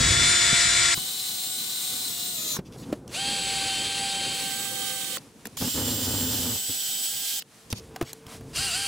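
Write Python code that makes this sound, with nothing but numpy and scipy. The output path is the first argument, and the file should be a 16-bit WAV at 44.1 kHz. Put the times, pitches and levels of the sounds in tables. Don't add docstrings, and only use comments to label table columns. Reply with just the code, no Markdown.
import sys
import numpy as np
from scipy import signal
from scipy.fft import rfft, irfft, next_fast_len
from scipy.io import wavfile
from scipy.ndimage import uniform_filter1d

SR = 44100
rng = np.random.default_rng(int(sys.argv[2]) if len(sys.argv) > 2 else 0)


def master_out(mix):
    frames = np.transpose(np.atleast_2d(mix))
    ceiling = np.clip(frames, -1, 1)
    pcm = np.round(ceiling * 32767).astype(np.int16)
    wavfile.write(sys.argv[1], SR, pcm)


N = 391166
T = np.arange(N) / SR

# (t/s, whine f/Hz at full speed before wavering, loudness level/dB)
BURSTS = [
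    [(0, 679, -21), (.335, 708, -19.5), (.4, 700, -20.5), (.62, 699, -20), (.68, 703.5, -20.5),
     (.81, 701.5, -20.5), (.945, 688, -21)],
    [(.945, 752, -29.5), (1.15, 764, -30.5), (1.36, 748, -30), (1.8, 758, -29.5), (2.05, 755, -29.5),
     (2.125, 701, -31), (2.28, 733, -29.5), (2.335, 731, -30.5), (2.39, 625, -29.5), (2.46, 634, -30),
     (2.525, 624, -28.5), (2.565, 550, -33), (2.6, 465, -61)],
    [(3.11, 780, -55), (3.15, 780, -27.5), (3.3, 803, -26.5), (3.39, 787, -27.5), (3.77, 775, -26),
     (3.84, 788.6, -27.5), (4.42, 784, -28), (4.53, 780, -29), (4.59, 790, -30), (5.1, 777, -30.5),
     (5.2, 758, -31.5)],
    [(5.57, 757, -30), (5.71, 757, -28), (5.8, 748, -29), (6.13, 753, -28.5), (6.33, 764, -28.5),
     (6.77, 778, -29), (7.05, 778, -28.5), (7.125, 792, -30.5), (7.37, 798, -28.5), (7.42, 745, -29)],
    [(8.53, 785, -43), (8.56, 785, -24.5), (8.66, 798, -26.5), (8.725, 660, -28.5), (8.755, 750, -25.5),
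     (8.785, 790, -27), (8.87, 790, -26)],
]
TRIGGER_TIMES = [-1, -1, 3.1, 5.58, 8.52]
# (burst number, fade-in from t/s, to t/s, fade-out from t/s, to t/s)
POSES = [(0, -1, 0, .943, .946), (1, .943, .946, 2.59, 2.6), (2, 3.1, 3.12, 4.3, 4.65),
         (2, 4.3, 4.65, 5.168, 5.176), (3, 5.568, 5.572, 7.394, 7.402), (4, 8.528, 8.535, 9, 10)]
WHINE_MULTIPLES = [.5, 1, 2, 3, 4, 5, 5.63, 8, 10, 10.5, 11.27, 11.5, 12, 18, 19, 20, 21, 23]
# one level/dB for each multiple, relative to its group below
WHINE_BALANCE = [
    [-2.5, 0, 6, -7, -11, 12.5, 7.5, -34, 0.004, -13, -5, -4.5, -14, -42, -33, -44, -44, -44],
    [-13, 0, -3.5, -26, 1, -1, -5, -21, 0.78, -14, 3, -7, -6, -15, -13, -8, -4, -11],
    [-19.5, 0.011, -7.5, -16, 1, -16, -9, -25, 0.31, -24, -4, -19, -25, -30, -30, -24, -30, -30],
    [-33, 0, -2, -54, 2, -22, -8, -53, 0, -20, -10, -20, -21, -9, -39, -3, -20, -30],
    [-18, 0, 3, -18, 12, -13, -22, -17, 0, -21, -10.5, -28, -43, -18, -9, -5, -20, -30],
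    [-30, 0, 1.5, -7, 3, -16, -5, -13, 1, -15, 4, -15, -8, -22, -25, -22, -30, -30],
]
# (level/dB as the pose begins, level/dB as it ends), before loudness and spin-up
WHINE_GROUPS = [
    [(-45, -45), (-42, -43), (-31, -30), (-30, -30)],
    [(-56, -57), (-49, -60), (-47, -43), (-45, -43)],
    [(-40, -40.5), (-37.5, -39.5), (-43, -41), (-41, -41)],
    [(-41, -49.5), (-44, -45), (-43, -46), (-44, -44)],
    [(-62, -59), (-58, -57), (-39, -37), (-37, -37)],
    [(-47, -44), (-42, -42), (-45, -45), (-45, -45)],
]
# (f/Hz, relative level/dB)
RASP_COLOURS = [
    [(400, -34), (620, -18), (1000, -17.5), (1350, -7.5), (2250, -1), (2600, -9.5), (3600, -6.5),
     (4900, -4), (6300, -9), (7500, -8), (9200, -12), (10000, -23.5), (12500, -31.5), (16000, -53)],
    [(400, -53), (620, -14), (1000, -14.5), (1700, -14), (2100, -10.5), (2600, -9.5), (3300, -4), (4000, 6),
     (4800, -3.5), (6000, -2.5), (8000, -1.5), (11000, -4), (14500, -5), (16000, -5)],
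    [(400, -16.5), (520, -5), (650, -20), (1200, -15), (1700, -14.5), (2600, -7), (3450, -4.5), (4000, -3),
     (4800, -3.5), (5100, -14.5), (8000, -10), (10500, -14), (12500, -29), (16000, -30)],
    [(400, -18), (520, 5.5), (670, -39), (1230, -2), (1450, -12), (2000, -2.5), (2800, 2), (3600, 3.5),
     (5200, -2), (7700, 2), (9500, 2.5), (11000, -4), (13500, -5), (16000, -7)],
    [(400, -58), (640, -21), (1000, -26), (1400, -21.5), (2000, -18), (2450, -16), (3000, -6.5),
     (4300, -7.5), (5500, -7.5), (7200, -7), (9600, -13.5), (11500, -9.5), (15000, -12.5), (16000, -14)],
    [(400, -42), (520, -19), (900, -19), (1500, -7), (2200, -8.5), (2800, 1.5), (3500, -9), (4500, 1.5),
     (5400, -4.5), (8500, -6), (10500, -9.5), (12500, -19), (16000, -24)],
]
# (f/Hz, level/dB)
PORT_WIDTHS = [
    [(60, -26), (110, -20), (200, -16), (380, -8), (700, -4), (1290, 0.5), (2380, -11), (4400, -10.5),
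     (8120, -1.5), (15000, 2)],
    [(60, -5), (110, -8), (200, -12), (380, -4), (700, -15), (1290, -6), (2380, 1.5), (4400, -5.5),
     (8120, -8), (15000, -0.5)],
    [(1000, -67)],
    [(60, 0), (110, -14), (200, -16), (380, -12), (700, -24), (1290, -7), (2380, -3), (4400, -1),
     (8120, -11), (15000, 1)],
    [(60, -18), (110, -20), (200, -22), (380, 8), (700, -10.5), (1290, 2), (2380, -5.5), (4400, -5.5),
     (8120, -8), (15000, -2)],
    [(1000, -63)],
]
# (f/Hz, share -1 to 1)
PORT_LEANS = [
    [(800, 0.22), (2000, 0.49), (4000, 0.47), (8000, 0.28)],
    [(1000, 0.), (2000, 0.6), (4000, 0.076), (8000, .3)],
    [(1000, 0.)],
    [(1000, -0.61), (2000, -0.77), (4000, -0.87), (8000, -0.21)],
    [(1000, -0.5), (2000, -0.23), (4000, -0.27), (8000, -0.27)],
    [(1000, 0.)],
]
# (t/s of the peak, level/dB added there)
JERKS = [(5.622, -22), (5.65, -29.5), (5.68, -29.5), (5.755, -30), (5.78, -27.5), (5.82, -34), (5.885, -33),
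         (6.082, -33), (6.142, -34), (6.23, -36), (6.33, -37), (6.46, -39), (6.56, -40), (6.699, -34)]
# (fade-in from t/s, to t/s, fade-out from t/s, to t/s)
LEANING_TIMES = (5.75, 5.8, 6.5, 6.6)
# (f/Hz, width f/Hz, relative level/dB before division by root width)
HOUSING = [(104, 71, 10.5), (245.3, 42, 12), (486, 140, 7), (864, 350, 3), (1175, 690, 3.5), (1600, 600, 0)]
# (t/s, thump level/dB, thump f/Hz, tick level/dB, tick f/Hz); levels before shaping
KNOCKS = [(0.529, -19.5, 146, -37, 3500), (0.975, -30, 162, -30, 1000), (2.567, -32, 225, -19.5, 1180),
          (2.589, -20, 180, -43, 1140), (2.758, -36, 382, -56, 5170), (2.926, -15.5, 301, -37, 2040),
          (3.078, -45, 312, -38, 6400), (5.17, -33.5, 537, -22, 1160), (5.455, -32, 207, -21.5, 1130),
          (5.47, -32.5, 240, -32.5, 7700), (5.572, -48, 272, -21.5, 1140), (7.422, -50, 474, -31.5, 3050),
          (7.703, -37, 260, -33, 5930), (7.727, -17, 110, -21, 3130), (7.782, -41, 149, -38, 8500),
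          (7.961, -30, 756, -25.5, 2730), (8.012, -15.5, 338, -24, 1220), (8.025, -18, 123, -25, 1070),
          (8.131, -39.5, 433, -28.5, 5960), (8.267, -37, 110, -35.5, 2470), (8.409, -30, 138, -42, 1000)]
# (start t/s, length t/s, level/dB before colouring, centre f/Hz)
SCRAPES = [(0.966, 0.033, -36, 890), (2.532, 0.064, -37.5, 1310), (2.646, 0.046, -50.5, 3500),
           (2.714, 0.054, -47.5, 3460), (2.766, 0.075, -50, 6000), (2.818, 0.036, -47, 3500),
           (3.08, 0.039, -49, 4000), (5.166, 0.028, -41, 4000), (5.449, 0.028, -42.5, 3020),
           (7.388, 0.042, -43, 4100), (7.7, 0.028, -39.5, 5000), (7.742, 0.064, -43.5, 4470),
           (7.845, 0.3, -48, 885), (8.041, 0.08, -43, 4050), (8.082, 0.045, -44, 3650),
           (8.2, 0.16, -44.5, 990), (8.47, 0.083, -55, 600)]
# (t/s, level/dB, deepest part's level/dB against it)
RUMBLE = [(0.0, -35, 8), (0.17, -34, 6), (0.28, -40.5, 0), (0.84, -49, 5.5), (1.31, -53.5, -25),
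          (2.2, -50.5, -15), (2.62, -47.5, -7), (2.9, -41.5, -10), (3.1, -43.5, -8.5), (4.87, -46.5, -16),
          (5.33, -55, -13), (5.6, -50, -5), (6.78, -53, -13), (7.62, -63, -13), (7.72, -51, -1.5),
          (8.17, -52, -10), (8.5, -46.5, 3.5), (8.87, -50.5, -2)]
# (f/Hz, relative level/dB)
RUMBLE_COLOUR = [(50, -50), (110, 1.5), (250, 2), (420, -5), (500, -4), (620, -14.5), (950, -15.5),
                 (1500, -24), (3000, -59)]
# (f/Hz, relative level/dB)
DEEP_COLOUR = [(24, -31), (42, -3.8), (70, -1.5), (150, -3.5), (300, -53)]
# (middle t/s, length t/s, level/dB added to the still air)
RUSTLES = [(2.9, 0.26, -57.5), (3.142, .1, -43), (5.188, 0.31, -62), (5.45, 1, -63), (7.815, 0.18, -67),
           (8.331, .15, -45.5), (8.53, 0.17, -55)]
# (f/Hz, relative level/dB)
RUSTLE_COLOUR = [(400, -48), (600, -7.5), (1500, -12.5), (2300, -13), (4000, -14), (6000, -14.5),
                 (10000, -15.5), (12500, -23), (16000, -29)]
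# (f/Hz, level/dB once clear)
HUM = [(447, -55.5)]
# (fade-in from t/s, to t/s, fade-out from t/s, to t/s)
SINGLE_PORT_TIMES = [(2.58, 2.65, 4.3, 4.65), (7.78, 7.82, 9, 10)]

SPIN_UP_S, FIRST_SPEED = .1, .56
FIRST_WHINE_DB, SPEED_WANDER = -11, .0016
GEAR_RATIO = 22.0
LEANING_DB, JERK_RISE_S, JERK_FALL_S = -34, 0.0074, 0.013
SLIP_HZ = 92.
THUMP_T60_S, TICK_T60_S = 0.045, 0.015
GRIT_DB = 3.2
RUMBLE_WIDE_DB = -16.5
AIR_DB, AIR_WIDE = -63, 0.43
HUM_NEAR_S, HUM_HIDDEN_DB = 7.8, -13
TOP_HZ = 15750


def drill():
    out = np.zeros((2, N))
    for (burst, *fade), groups, balance_db, rasp_colour, width, lean in zip(
            POSES, WHINE_GROUPS, WHINE_BALANCE, RASP_COLOURS, PORT_WIDTHS, PORT_LEANS):
        on = (T > fade[0]) & (T < fade[3])
        share = np.interp(T[on], fade, [0, 1, 1, 0])
        times, speed_hz, level_db = np.transpose(BURSTS[burst])

        spin_up = np.clip((T - TRIGGER_TIMES[burst]) / SPIN_UP_S, 0, 1)
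        short = np.cos(np.pi / 2 * spin_up) ** 2
        speed = 1 - (1 - FIRST_SPEED) * short + SPEED_WANDER * walk(N, 12)
        turns = np.cumsum(np.interp(T, times, speed_hz) * speed)[on] / SR

        loud_db = np.interp(T[on], times, level_db)
        change_db = FIRST_WHINE_DB * short[on] + loud_db - np.median(loud_db)
        group_db = [np.linspace(a, b, on.sum()) + change_db for a, b in groups]
        whine_now, whine_ahead = (share * x for x in whine(turns, group_db, balance_db))

        rasp_size = np.sqrt(share) * undb(loud_db - 3.0)
        rasp_mid, rasp_other = (rasp_size * rasp(turns, rasp_colour) for _ in range(2))

        mid = rasp_mid + whine_now
        other = rasp_other + whine_ahead
        side = colour(mid, lean, gain=lambda c: np.clip(c, -1, 1))
        side += colour(other, lean, gain=lambda c: np.sqrt(1 - np.clip(c, -1, 1) ** 2))
        side = colour(side, width)
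        out[:, on] += two_ports(mid, side)
    return out


def rasp(turns, rasp_colour):
    strikes = grains(turns / GEAR_RATIO, 0.61, 0.07)
    return colour(reflections(strikes), rasp_colour, 2200, 14500)


def whine(turns, group_db, balance_db):
    n = len(turns)
    now, ahead = 0, 0
    for multiple, db in zip(WHINE_MULTIPLES, balance_db):
        group = np.searchsorted([2.5, 6.5, 13], multiple)
        flicker_db = (1.3 + .6 * group) * walk(n, 9) + 1.5 * walk(n, 60)
        size = np.sqrt(2) * undb(db + group_db[group] + flicker_db)
        phase = 2 * np.pi * multiple * turns + .015 * multiple * walk(n, 150)
        now = now + size * np.sin(phase)
        ahead = ahead + size * np.cos(phase)
    return now, ahead


def grains(turns, spread_db, wobble):
    n = len(turns)
    size_db = spread_db * rng.exponential(size=n) + walk(n, 30)
    x = rng.standard_normal(n) * undb(size_db)
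    x = x * (1 + wobble * np.sin(2 * np.pi * turns))
    return x / x.std()


def reflections(x, t60_s=.15, wet_db=-4.):
    t = T[:SR // 8]
    echo = rng.standard_normal(len(t)) * np.exp(-np.log(1000) * t / t60_s)
    echo *= undb(wet_db) / np.sqrt(np.sum(echo ** 2))
    echo[0] = 1
    return signal.fftconvolve(x, echo / np.sqrt(np.sum(echo ** 2)))[:len(x)]


def drag():
    force = undb(LEANING_DB) * np.interp(T, LEANING_TIMES, [0, 1, 1, 0])
    for peak_s, db in JERKS:
        slope_s = np.where(T < peak_s, JERK_RISE_S, JERK_FALL_S)
        force += undb(db) * np.exp(-np.abs(T - peak_s) / slope_s)
    cycles = np.cumsum(SLIP_HZ * (1 + .14 * walk(N, 60))) / SR
    slips = np.diff(np.floor(cycles), prepend=0) * undb(1.3 * walk(N, 80))
    slips = uniform_filter1d(slips + 0.045 * rng.standard_normal(N), size=16)
    x = 0
    for hz, width_hz, db in HOUSING:
        rung = ring(ring(slips, hz, 2 * width_hz), hz, width_hz)
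        x = x + undb(db) * rung / np.sqrt(width_hz)
    return x / x.std() * force


def knocks():
    out, t = np.zeros(N + SR), T[:SR // 4]
    thump_fall, tick_fall = (np.exp(-np.log(1000) * t / t60) for t60 in (THUMP_T60_S, TICK_T60_S))
    for start_s, db, hz, tick_db, tick_hz in KNOCKS:
        thump = np.sin(2 * np.pi * hz * t) + .5 * np.sin(4 * np.pi * hz * t)
        thump += .5 * ring(rng.standard_normal(len(t)), hz, hz) * np.sqrt(SR / hz) / 2
        thump *= thump_fall * np.minimum(t / 0.0017, 1)
        noise = reflections(rng.standard_normal(len(t)), 0.012, 2.6)
        tick = 0.56 * noise + 2.0 * ring(noise, tick_hz, 0.6 * tick_hz)
        i = int(start_s * SR)
        out[i:i + len(t)] += undb(db) * thump + undb(tick_db) * tick * tick_fall
    return out[:N]


def scrapes():
    out = np.zeros((2, N))
    spread = wide_ports()
    for start_s, length_s, db, hz in SCRAPES:
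        i, n = int(start_s * SR), int(length_s * SR)
        size = undb(db) * np.sqrt(np.hanning(n))
        parts = []
        for _ in range(2):
            grit = reflections(grains(T[:n], GRIT_DB, 0.), 0.011, 1.2)
            bright = 0.087 * np.diff(grit, prepend=0)
            parts.append(size * (bright + 2.0 * ring(grit, hz, 0.75 * hz)))
        mid, side = parts
        out[:, i:i + n] += two_ports(mid, spread[i] * side)
    return out


def rumble():
    times, db, deep_db = np.transpose(RUMBLE)
    mid, side = (colour(rng.standard_normal(N), RUMBLE_COLOUR, 73, 710) for _ in range(2))
    deep = colour(rng.standard_normal(N), DEEP_COLOUR, 25, 140)
    side = (side + 0.67 * np.roll(deep, SR)) * undb(RUMBLE_WIDE_DB) * wide_ports()
    mid = mid + deep * undb(np.interp(T, times, deep_db))
    size = undb(np.interp(T, times, db) + 2.0 * walk(N, 25))
    return size * two_ports(mid, side)


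def rustle():
    mid, side = (colour(grains(T, 1.2, 0.), RUSTLE_COLOUR, 930, 12000) for _ in range(2))
    size = undb(AIR_DB + 4.0 * walk(N, 8))
    for middle_s, length_s, db in RUSTLES:
        size += undb(db) * np.cos(np.pi * np.clip((T - middle_s) / length_s, -.5, .5)) ** 2
    return size * two_ports(mid, side * AIR_WIDE * wide_ports())


def hum():
    (hz, db), = HUM
    level_db = db + HUM_HIDDEN_DB * (T < HUM_NEAR_S) + 2.0 * walk(N, 31)
    phase = 2 * np.pi * hz * T + 0.47 * walk(N, 10)
    return np.sqrt(2) * undb(level_db) * np.sin(phase)


def wide_ports():
    return 1 - .95 * sum(np.interp(T, fade, [0, 1, 1, 0]) for fade in SINGLE_PORT_TIMES)


def two_ports(mid, side):
    return np.array([mid + side, mid - side])


def undb(db):
    return 10 ** (np.asarray(db) / 20)


def read(table, hz):
    f, v = np.transpose(table)
    return np.interp(np.log(hz + 1), np.log(f + 1), v)


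def colour(x, table, lo_hz=0., hi_hz=0., gain=undb):
    n = next_fast_len(len(x))
    hz = np.arange(n // 2 + 1) * SR / n
    g = gain(read(table, hz))
    if hi_hz:
        band = (hz > lo_hz) & (hz < hi_hz)
        g = g / np.sqrt(np.sum(g[band] ** 2) / len(g))
    return irfft(rfft(x, n) * g, n)[:len(x)]


def walk(n, rate):
    k = int(SR / rate)
    steps = np.repeat(rng.standard_normal(n // k + 1), k)
    return 1.1 * uniform_filter1d(uniform_filter1d(steps, k), k)[:n]


def ring(x, hz, width_hz):
    return signal.lfilter(*signal.iirpeak(hz, hz / width_hz, SR), x)


def scene():
    return drill() + drag() + knocks() + scrapes() + rumble() + rustle() + hum()


def record(dry):
    return signal.sosfilt(signal.ellip(10, .2, 70, TOP_HZ, fs=SR, output="sos"), dry)


dry = scene()
out = record(dry)
master_out(out)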